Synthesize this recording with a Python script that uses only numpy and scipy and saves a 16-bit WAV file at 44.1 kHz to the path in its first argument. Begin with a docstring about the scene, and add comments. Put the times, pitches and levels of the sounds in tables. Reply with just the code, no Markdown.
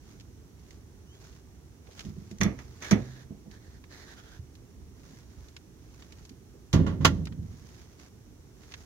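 """In a quiet driveway, a car door is opened: the handle knocks on the metal panel, the latch clicks
free, and the door swings out with a soft rub. Then a hand pushes the accelerator pedal to the floor
and lets it spring back; it clacks on its stops and the footwell booms. Close by, sleeves rustle,
small things tick and feet shift, over a faint low rumble and one chirp from a far bird."""
import sys
import numpy as np
from scipy import signal
from scipy.fft import rfft, irfft, next_fast_len
from scipy.io import wavfile

SR = 44100
rng = np.random.default_rng(int(sys.argv[2]) if len(sys.argv) > 2 else 0)


def waveform_to_disk(signal):
    """Save audio, clipped to [-1, 1], as 16-bit WAV at the path in sys.argv[1]."""
    frames = np.transpose(np.atleast_2d(signal))
    scaled = np.clip(frames, -1, 1) * 32767
    samples = np.round(scaled).astype(np.int16)
    wavfile.write(sys.argv[1], SR, samples)


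N = 390285
T = np.arange(N) / SR


def amp(db):
    """Turns decibels into a number to multiply by."""
    return 10 ** (np.asarray(db) / 20)


def unit(x):
    """Scales a signal to an average strength (rms) of 1."""
    return x / np.sqrt(np.mean(x ** 2) + 1e-20)


def read(points, hz):
    """Looks up a table at any frequency, blending between its rows."""
    f, value = np.transpose(points)
    return np.interp(np.log(hz + 1), np.log(f + 1), value)


def add(mix, s, sound):
    """Adds a sound to the mix, s seconds in."""
    part = mix[:, round(s * SR):][:, :sound.shape[-1]]
    part += sound[..., :part.shape[1]]


def fade(t, fade_s):
    """Dies away by 60 dB in the fade time, fade_s."""
    return np.exp(-np.log(1000) * t / fade_s)


def arch(length_s):
    """Swells from nothing and sinks back."""
    return np.sin(np.pi * np.arange(0, length_s, 1 / SR) / length_s).clip(0)


def wobble(per_s):
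    """Drifts to a new random value per_s times a second."""
    targets = rng.standard_normal(N // 20)
    return unit(np.interp(T * per_s, np.arange(len(targets)), targets))


# how alike left and right sound: (frequency [Hz], likeness [0 to 1])
LIKENESS = [(50, 0.94), (200, 0.98), (500, 0.91), (1000, 0.38), (2200, 0.28), (6000, 0.11)]
def noise(count, colour):
    """Stereo noise, alike on both sides in the bass; colour(hz) gives each frequency's level in dB."""
    size = next_fast_len(count)
    hz = np.fft.rfftfreq(size, 1 / SR)
    left, other = rfft(rng.standard_normal((2, size)))
    same = read(LIKENESS, hz)
    right = same * left + np.sqrt(1 - same ** 2) * other
    return unit(irfft(np.array([left, right]) * amp(colour(hz)), size)[:, :count])


# the tone of the open air: (frequency [Hz], level [dB])
AIR_TONE = [(12, -43), (26, -32), (40, -10.5), (65, -0.5), (172, -12.5), (410, -17.5), (558, -28.5),
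            (1330, -36), (2460, -40.5), (5080, -40), (5850, -34), (7950, -43.5), (16000, -46.5)]
def outdoors():
    """A faint steady hiss over a low rumble that swells a little."""
    air = amp(-50.53) * noise(N, lambda hz: read(AIR_TONE, hz))
    rumble = signal.sosfiltfilt(signal.butter(2, 400, fs=SR, output="sos"), air)  # below 400 Hz
    hiss = air - rumble
    return hiss + rumble * amp(-1.3 + 0.85 * wobble(per_s=4.1))


def slips(grain_db, clump_db):
    """Rubbing things move in clumps of tiny slips, so their loudness flickers."""
    return unit(amp(grain_db * wobble(per_s=590) + clump_db * wobble(per_s=32)))


# the tone of rubbing cloth: (frequency [Hz], level [dB])
CLOTH_TONE = [(300, 5.5), (900, 1), (1800, 0), (2700, -4), (4200, -2), (6500, 1.5), (8000, -13.5),
              (15000, -16)]
# movements of sleeve and hand: (start [s], length [s], level [dB])
SLEEVE_MOVES = [(0, 0.21, -62.5), (0.569, 0.23, -64.5), (1.116, 0.3, -59.5), (1.838, 0.31, -57),
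                (2.101, 0.31, -63.5), (2.492, 0.54, -61.5), (4.947, 0.3, -60.5), (5.182, 0.41, -64),
                (5.77, 0.57, -61.5), (7.417, 0.59, -59.5), (7.975, .12, -56.5), (8.543, 0.38, -58.5)]
def sleeve_rustle():
    """Sliding cloth makes a grainy hiss that swells with each movement."""
    swells = np.zeros((1, N))
    for s, length_s, db in SLEEVE_MOVES:
        add(swells, s, amp(db) * arch(length_s) ** 0.7)
    return swells * slips(grain_db=3, clump_db=1.5) * noise(N, lambda hz: read(CLOTH_TONE, hz))


def taps(rows, narrowness, rise_ms, top_hz, top_db):
    """Short bursts of noise, each strongest near its own pitch and turned down above top_hz."""
    t, out = np.arange(SR // 3) / SR, np.zeros((2, N))
    for s, db, pitch_hz, fade_s in rows:
        colour = lambda hz: -narrowness * np.log2((hz + 1) / pitch_hz) ** 2 + top_db * (hz > top_hz)
        rise = 1 - np.exp(-1000 * t / rise_ms)
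        add(out, s, amp(db) * noise(len(t), colour) * fade(t, fade_s) * rise)
    return out


# the clearest ticks: (time [s], level [dB], pitch [Hz])
CLEAR_TICKS = [(.1984, -51, 4000), (0.2077, -50, 3580), (.7068, -48.5, 4100), (1.8705, -53, 1700),
               (1.9931, -38, 3140), (2.006, -39, 3080), (2.0497, -48, 3880), (2.312, -46, 4900),
               (3.5125, -51, 3500), (3.8394, -50, 1980), (4.5527, -51.5, 4200), (5.4844, -50, 4000),
               (5.5651, -40.5, 2820), (6.0226, -45, 2280), (6.1225, -46, 3130), (6.251, -47.5, 4560),
               (6.293, -48, 5000), (7.2544, -42.5, 5100), (7.2704, -39.5, 2020), (7.3235, -48.5, 1740),
               (8.6336, -52, 1490), (8.7202, -43.5, 2800), (8.7387, -35, 2180)]
def small_ticks():
    """Grit, clothes and trim tick; three faint extra ticks fall at random in each sleeve movement."""
    strays = [(s + length_s * rng.random(), db + 1 + 2.5 * rng.standard_normal(), 3520)
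              for s, length_s, db in SLEEVE_MOVES for _ in range(3)]
    fade_s = 0.039
    rows = [(*tick, fade_s) for tick in CLEAR_TICKS + strays]
    return taps(rows, narrowness=3.5, rise_ms=0.31, top_hz=7340, top_db=-9.5)


def far_bird():
    """One faint rising whistle, with a softer one an octave above."""
    swell, out = arch(length_s=0.14), np.zeros((2, N))
    pitch_hz = 2780 + 5400 * np.arange(len(swell)) / SR
    phase = 2 * np.pi * np.cumsum(pitch_hz) / SR
    whistle = np.sin(phase) + amp(-3) * np.sin(2 * phase)
    add(out, s=1.06, sound=amp(-63) * swell * whistle)
    return out


# steps and shifts of weight: (time [s], level [dB], pitch [Hz], fade time [s])
FOOT_BUMPS = [(1.885, -45.5, 520, 0.076), (4.39, -38, 101, 0.24), (5.089, -43.5, 203, 0.22),
              (5.37, -37.5, 66, 0.32), (6.3057, -40, 256, 0.07), (6.5396, -43, 296, 0.11),
              (8.7, -60, 90, 0.18)]
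def footfalls():
    """Feet land softly and make dull bumps."""
    return taps(FOOT_BUMPS, narrowness=19, rise_ms=4.8, top_hz=7400, top_db=-7)


# short slides as the door opens: (start [s], length [s], level [dB], pitch [Hz])
DOOR_RUBS = [(1.963, 0.067, -48.5, 3320), (2.803, .13, -44, 1630), (2.95, .31, -56.5, 1710),
             (3.498, 0.1, -57, 1730), (3.582, 0.23, -63.5, 1820), (3.89, 0.19, -53, 1860),
             (4.049, 0.12, -52, 1680), (4.152, 0.079, -50.5, 1440), (4.208, .2, -57, 1520)]
# the strong parts of a rub's tone: (frequency [times the pitch], boost [dB], width [octaves])
RUB_BOOSTS = [(1, 9, 0.26), (2.25, 6, 0.22)]
def door_rubs():
    """Handle, latch, seal and hinge slide, each making a grainy hiss with a hint of pitch."""
    out = np.zeros((2, N))
    rise_s, fall_s = 0.034, 0.042
    for s, length_s, db, pitch_hz in DOOR_RUBS:
        def colour(hz):
            octaves = np.log2((hz + 1) / pitch_hz)
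            peaks = sum(boost * np.exp(-((octaves - np.log2(k)) / width) ** 2)
                        for k, boost, width in RUB_BOOSTS)
            return read(CLOTH_TONE, hz) - 0.6 * octaves.clip(-2) + peaks
        t = np.arange(0, length_s, 1 / SR)
        swell = np.minimum(t / rise_s, 1) * np.minimum((length_s - t) / fall_s, 1)
        add(out, s, amp(db) * swell * noise(len(t), colour))
    return out * slips(grain_db=1.5, clump_db=0.35)


def thumps(blows, notes, wash_db, wash_fade_s, wash_hz):
    """A struck panel rings with a few notes over a wash of noise; longer contact sounds duller."""
    t, out = np.arange(SR) / SR, np.zeros((2, N))
    ring = sum(amp(db) * fade(t, fade_s) * np.sin(2 * np.pi * hz * t) * (-1) ** k
               for k, (hz, db, fade_s) in enumerate(notes))
    colour = lambda hz: -20 * np.log10(1 + (hz / wash_hz) ** 2 + (wash_hz / 2 / (hz + 1)) ** 2)
    for s, db, contact_ms in blows:
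        age = t[:SR // 20] * 1000 / contact_ms
        push = age * np.exp(-2 * np.pi * age)
        panel = ring + amp(wash_db) * noise(SR, colour) * fade(t, wash_fade_s)
        add(out, s, amp(db) * signal.fftconvolve(panel, push[None] / push.sum(), axes=1))
    return out


# knocks on the door: (time [s], level [dB], contact time [ms])
DOOR_KNOCKS = [(2.049, -29, 5.3), (2.085, -25.5, 10), (2.165, -29.5, 6.7), (2.205, -35, 7.6),
               (2.312, -37, 2.5), (2.405, -12.5, 7.4), (2.441, -21.5, 2.9), (2.452, -23, 1.2),
               (2.913, -12.5, 1.5), (3.306, -37, 1.9), (3.461, -42, 1.6)]
# the notes the door rings with: (pitch [Hz], level [dB], fade time [s])
DOOR_NOTES = [(62, -20, 0.5), (71.7, -12, 0.14), (106.3, -14, 0.37), (128.3, -23, 1.42), (159, 0.5, 0.12),
              (182, 0.5, 0.11), (204.5, 1.5, 0.19), (235, -15.5, 0.46), (295, -21, 0.3), (375.7, -12, 0.18),
              (455, -18, 0.1), (563, -33, .25), (651, -13, 0.19)]
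def door_knocks():
    """Knocks from the handle and latch set the door panel ringing."""
    return thumps(DOOR_KNOCKS, DOOR_NOTES, wash_db=-6, wash_fade_s=0.31, wash_hz=290)


def die_away(x, fades, stretch):
    """Lets the low, middle and high parts of a sound fade at their own speeds."""
    t, hz = np.arange(x.shape[1]) / SR, np.fft.rfftfreq(x.shape[1], 1 / SR)
    centres, times = np.transpose(fades)
    spectrum = rfft(x)
    bands = [irfft(spectrum * read(np.c_[centres, one], hz), len(t)) for one in np.eye(len(centres))]
    return sum(band * fade(t, fade_s * stretch) for band, fade_s in zip(bands, times))


def clacks(hits, tone, fades, notes, rise_ms, tail_db, tail_fade_s):
    """Hard parts meet: a burst of noise, clear metal notes and a faint tail from the car's body."""
    t, out = np.arange(SR * 2 // 3) / SR, np.zeros((2, N))
    rise = 1 - np.exp(-1000 * t / rise_ms)
    for s, db, brightness, stretch in hits:
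        tilt = lambda hz: brightness * np.log2(np.clip(hz, 400, 6000) / 2000)
        colour = lambda hz: read(tone, hz) + tilt(hz)
        burst = die_away(noise(len(t), colour), fades, stretch)
        phases = rng.uniform(0, 2 * np.pi, (len(notes), 2, 1))
        ring = 0
        for (hz, note_db, fade_s), phase in zip(notes, phases):
            strength = amp(note_db + tilt(hz) - abs(brightness))
            ring += strength * fade(t, fade_s * stretch) * np.sin(2 * np.pi * hz * t + phase)
        tail = amp(tail_db) * np.sqrt(stretch) * noise(len(t), colour) * fade(t, tail_fade_s)
        add(out, s, amp(db) * (burst + ring + tail) * rise)
    return out


# clicks in handle and latch: (time [s], level [dB], brightness [dB per octave], fade stretch [times])
LATCH_HITS = [(2.3845, -44, 10, 0.18), (2.406, -40, 9, 0.84), (2.4114, -21.5, -1, 0.55),
              (2.433, -22.5, 10, 0.27), (2.442, -34.5, -2, 1.6), (2.5885, -43.5, -1, 0.7),
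              (2.822, -40, 1, 1.5), (2.846, -38.5, 1, 0.69), (2.8649, -43, 4, 0.28), (2.9103, -21, 5, 0.41),
              (2.914, -28, -0.5, 1.23)]
# the tone of a click's noise: (frequency [Hz], level [dB])
LATCH_TONE = [(210, -27), (350, -12.5), (990, -16), (1280, -11), (1480, -19), (1910, -11.5), (2240, -11),
              (2670, -17.5), (3850, -22), (4380, -18), (4820, -25.5), (5940, -13), (7920, -33.5),
              (10400, -37), (16000, -42)]
# how that noise dies away: (frequency [Hz], base fade time [s])
LATCH_FADES = [(300, 0.19), (1000, 0.18), (2200, 0.17), (6000, 0.094), (14000, 0.11)]
# the latch's metal notes: (pitch [Hz], level [dB], base fade time [s])
LATCH_NOTES = [(1160, -22, 0.083), (1710, -10, 0.11), (1953, -3, 0.068), (2450, -25, 0.062),
               (3470, -11, 0.12), (6080, -12, 0.05), (6290, -3.5, 0.054)]
def latch_clicks():
    """Small metal parts strike each other as the latch lets go."""
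    return clacks(LATCH_HITS, LATCH_TONE, LATCH_FADES, LATCH_NOTES,
                  rise_ms=0.51, tail_db=-33.5, tail_fade_s=1)


# the pedal hits its stops, plus one soft long brush just before the hardest clack: (time [s], level [dB],
# brightness [dB per octave], fade stretch [times])
PEDAL_HITS = [(6.7291, -27, 4, 1.03), (6.736, -31, -4, 3.13), (6.8643, -33.5, -4.5, 2.44),
              (7.0085, -45.5, -3.5, 5.4), (7.0479, -10.5, 0, 0.65), (7.052, -13, -1.5, 0.97)]
# the tone of a clack's noise: (frequency [Hz], level [dB])
PEDAL_TONE = [(180, -24), (300, -5.5), (433, -11), (645, -5.5), (774, -16.5), (828, -8), (1150, -1.5),
              (1300, -12.5), (1410, -8.5), (2140, -11), (2250, -19), (2930, -10.5), (5080, -14),
              (6620, -13), (8100, -29.5), (16000, -34.5)]
# how that noise dies away: (frequency [Hz], base fade time [s])
PEDAL_FADES = [(300, 0.17), (1000, 0.088), (2200, 0.12), (6000, 0.091), (14000, 0.1)]
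# the pedal's metal notes: (pitch [Hz], level [dB], base fade time [s])
PEDAL_NOTES = [(1142, -7.5, 0.04), (1380, -13.5, 0.14), (1786, -13.5, 0.043), (1960, -13, 0.083),
               (2400, -15.5, 0.086), (2848, -12.5, 0.084), (3220, -13, 0.069), (4200, -19.5, 0.037),
               (6450, -15, 0.095)]
def pedal_clacks():
    """The pedal hits the floor, then springs back harder against its upper stop."""
    return clacks(PEDAL_HITS, PEDAL_TONE, PEDAL_FADES, PEDAL_NOTES,
                  rise_ms=0.8, tail_db=-32, tail_fade_s=0.43)


# knocks of the pedal and its links: (time [s], level [dB], contact time [ms])
FOOTWELL_KNOCKS = [(6.736, -15, 2.53), (6.793, -24, 2), (6.866, -30, 3.4), (7.004, -23.5, 3.5),
                   (7.049, -22.5, 2), (7.181, -25.5, 5.8), (7.375, -29.5, 6.4)]
# the notes the footwell rings with: (pitch [Hz], level [dB], fade time [s])
FOOTWELL_NOTES = [(50, -14.5, 0.51), (72.9, -7.5, .4), (85.55, -2, 0.51), (104.5, -10, .4),
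                  (126.6, -11, 0.35), (159, 2.5, 0.21), (167, -7, 1), (184.2, -9, 0.89), (203, -11, .5),
                  (262, -8, 0.452), (289.6, -13, .4), (337.5, -10, 0.3), (384, -17.5, .35),
                  (414, -26.5, 0.36), (544, -14.5, 0.54)]
def footwell_boom():
    """The pedal's knocks make the panels around it boom like a drum."""
    return thumps(FOOTWELL_KNOCKS, FOOTWELL_NOTES, wash_db=-5, wash_fade_s=0.81, wash_hz=198)


def body_shudder():
    """The same knocks shake the whole car with a deep noise; long, strong pushes shake it most."""
    t, power = np.arange(SR) / SR, np.zeros((1, N))
    rise_s, pitch_hz = 0.015, 84
    swell = fade(t, fade_s=0.97) * (1 - np.exp(-t / rise_s))
    for s, db, contact_ms in FOOTWELL_KNOCKS:
        add(power, s, contact_ms * (amp(db - 18) * swell) ** 2)
    return np.sqrt(power) * noise(N, lambda hz: -7 * np.log2((hz + 1) / pitch_hz) ** 2)


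def scene():
    """Adds up the quiet surroundings, the door and the pedal."""
    surroundings = outdoors() + sleeve_rustle() + small_ticks() + far_bird() + footfalls()
    door = door_rubs() + door_knocks() + latch_clicks()
    pedal = pedal_clacks() + footwell_boom() + body_shudder()
    return surroundings + door + pedal


# how much louder the left side is: (frequency [Hz], left minus right [dB])
LEFT_LOUDER = [(40, -4.5), (100, -2), (200, -6.5), (500, -2.5), (900, -2.5), (2000, -9.5), (4200, -0.5),
               (6000, -3.5), (7200, 5.5), (8500, -1), (11000, 2), (15000, -2.5)]
# how far ahead the left side's wave is: (frequency [Hz], lead [radians])
LEFT_AHEAD = [(50, 1), (220, -0.95), (500, 1.48), (1100, 0.5), (2500, 3), (6000, 4)]
def record(dry):
    """Two microphones, each with its own tone and timing, miss the deepest bass and highest treble."""
    lowest_hz, highest_hz = 29, 15900
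    size = next_fast_len(N + SR // 10)
    hz = np.fft.rfftfreq(size, 1 / SR)
    left = amp(read(LEFT_LOUDER, hz) / 2) * np.exp(0.5j * read(LEFT_AHEAD, hz))
    bass_cut = 1 / np.sqrt(1 + (lowest_hz / (hz + 1)) ** 10)
    stereo = irfft(rfft(dry, size) * bass_cut * np.array([left, 1 / left]), size)[:, :N]
    treble_cut = signal.firwin(511, highest_hz, window=("kaiser", 9), fs=SR)
    return signal.oaconvolve(stereo, treble_cut[None], "same")


dry = scene()
out = record(dry)
waveform_to_disk(out)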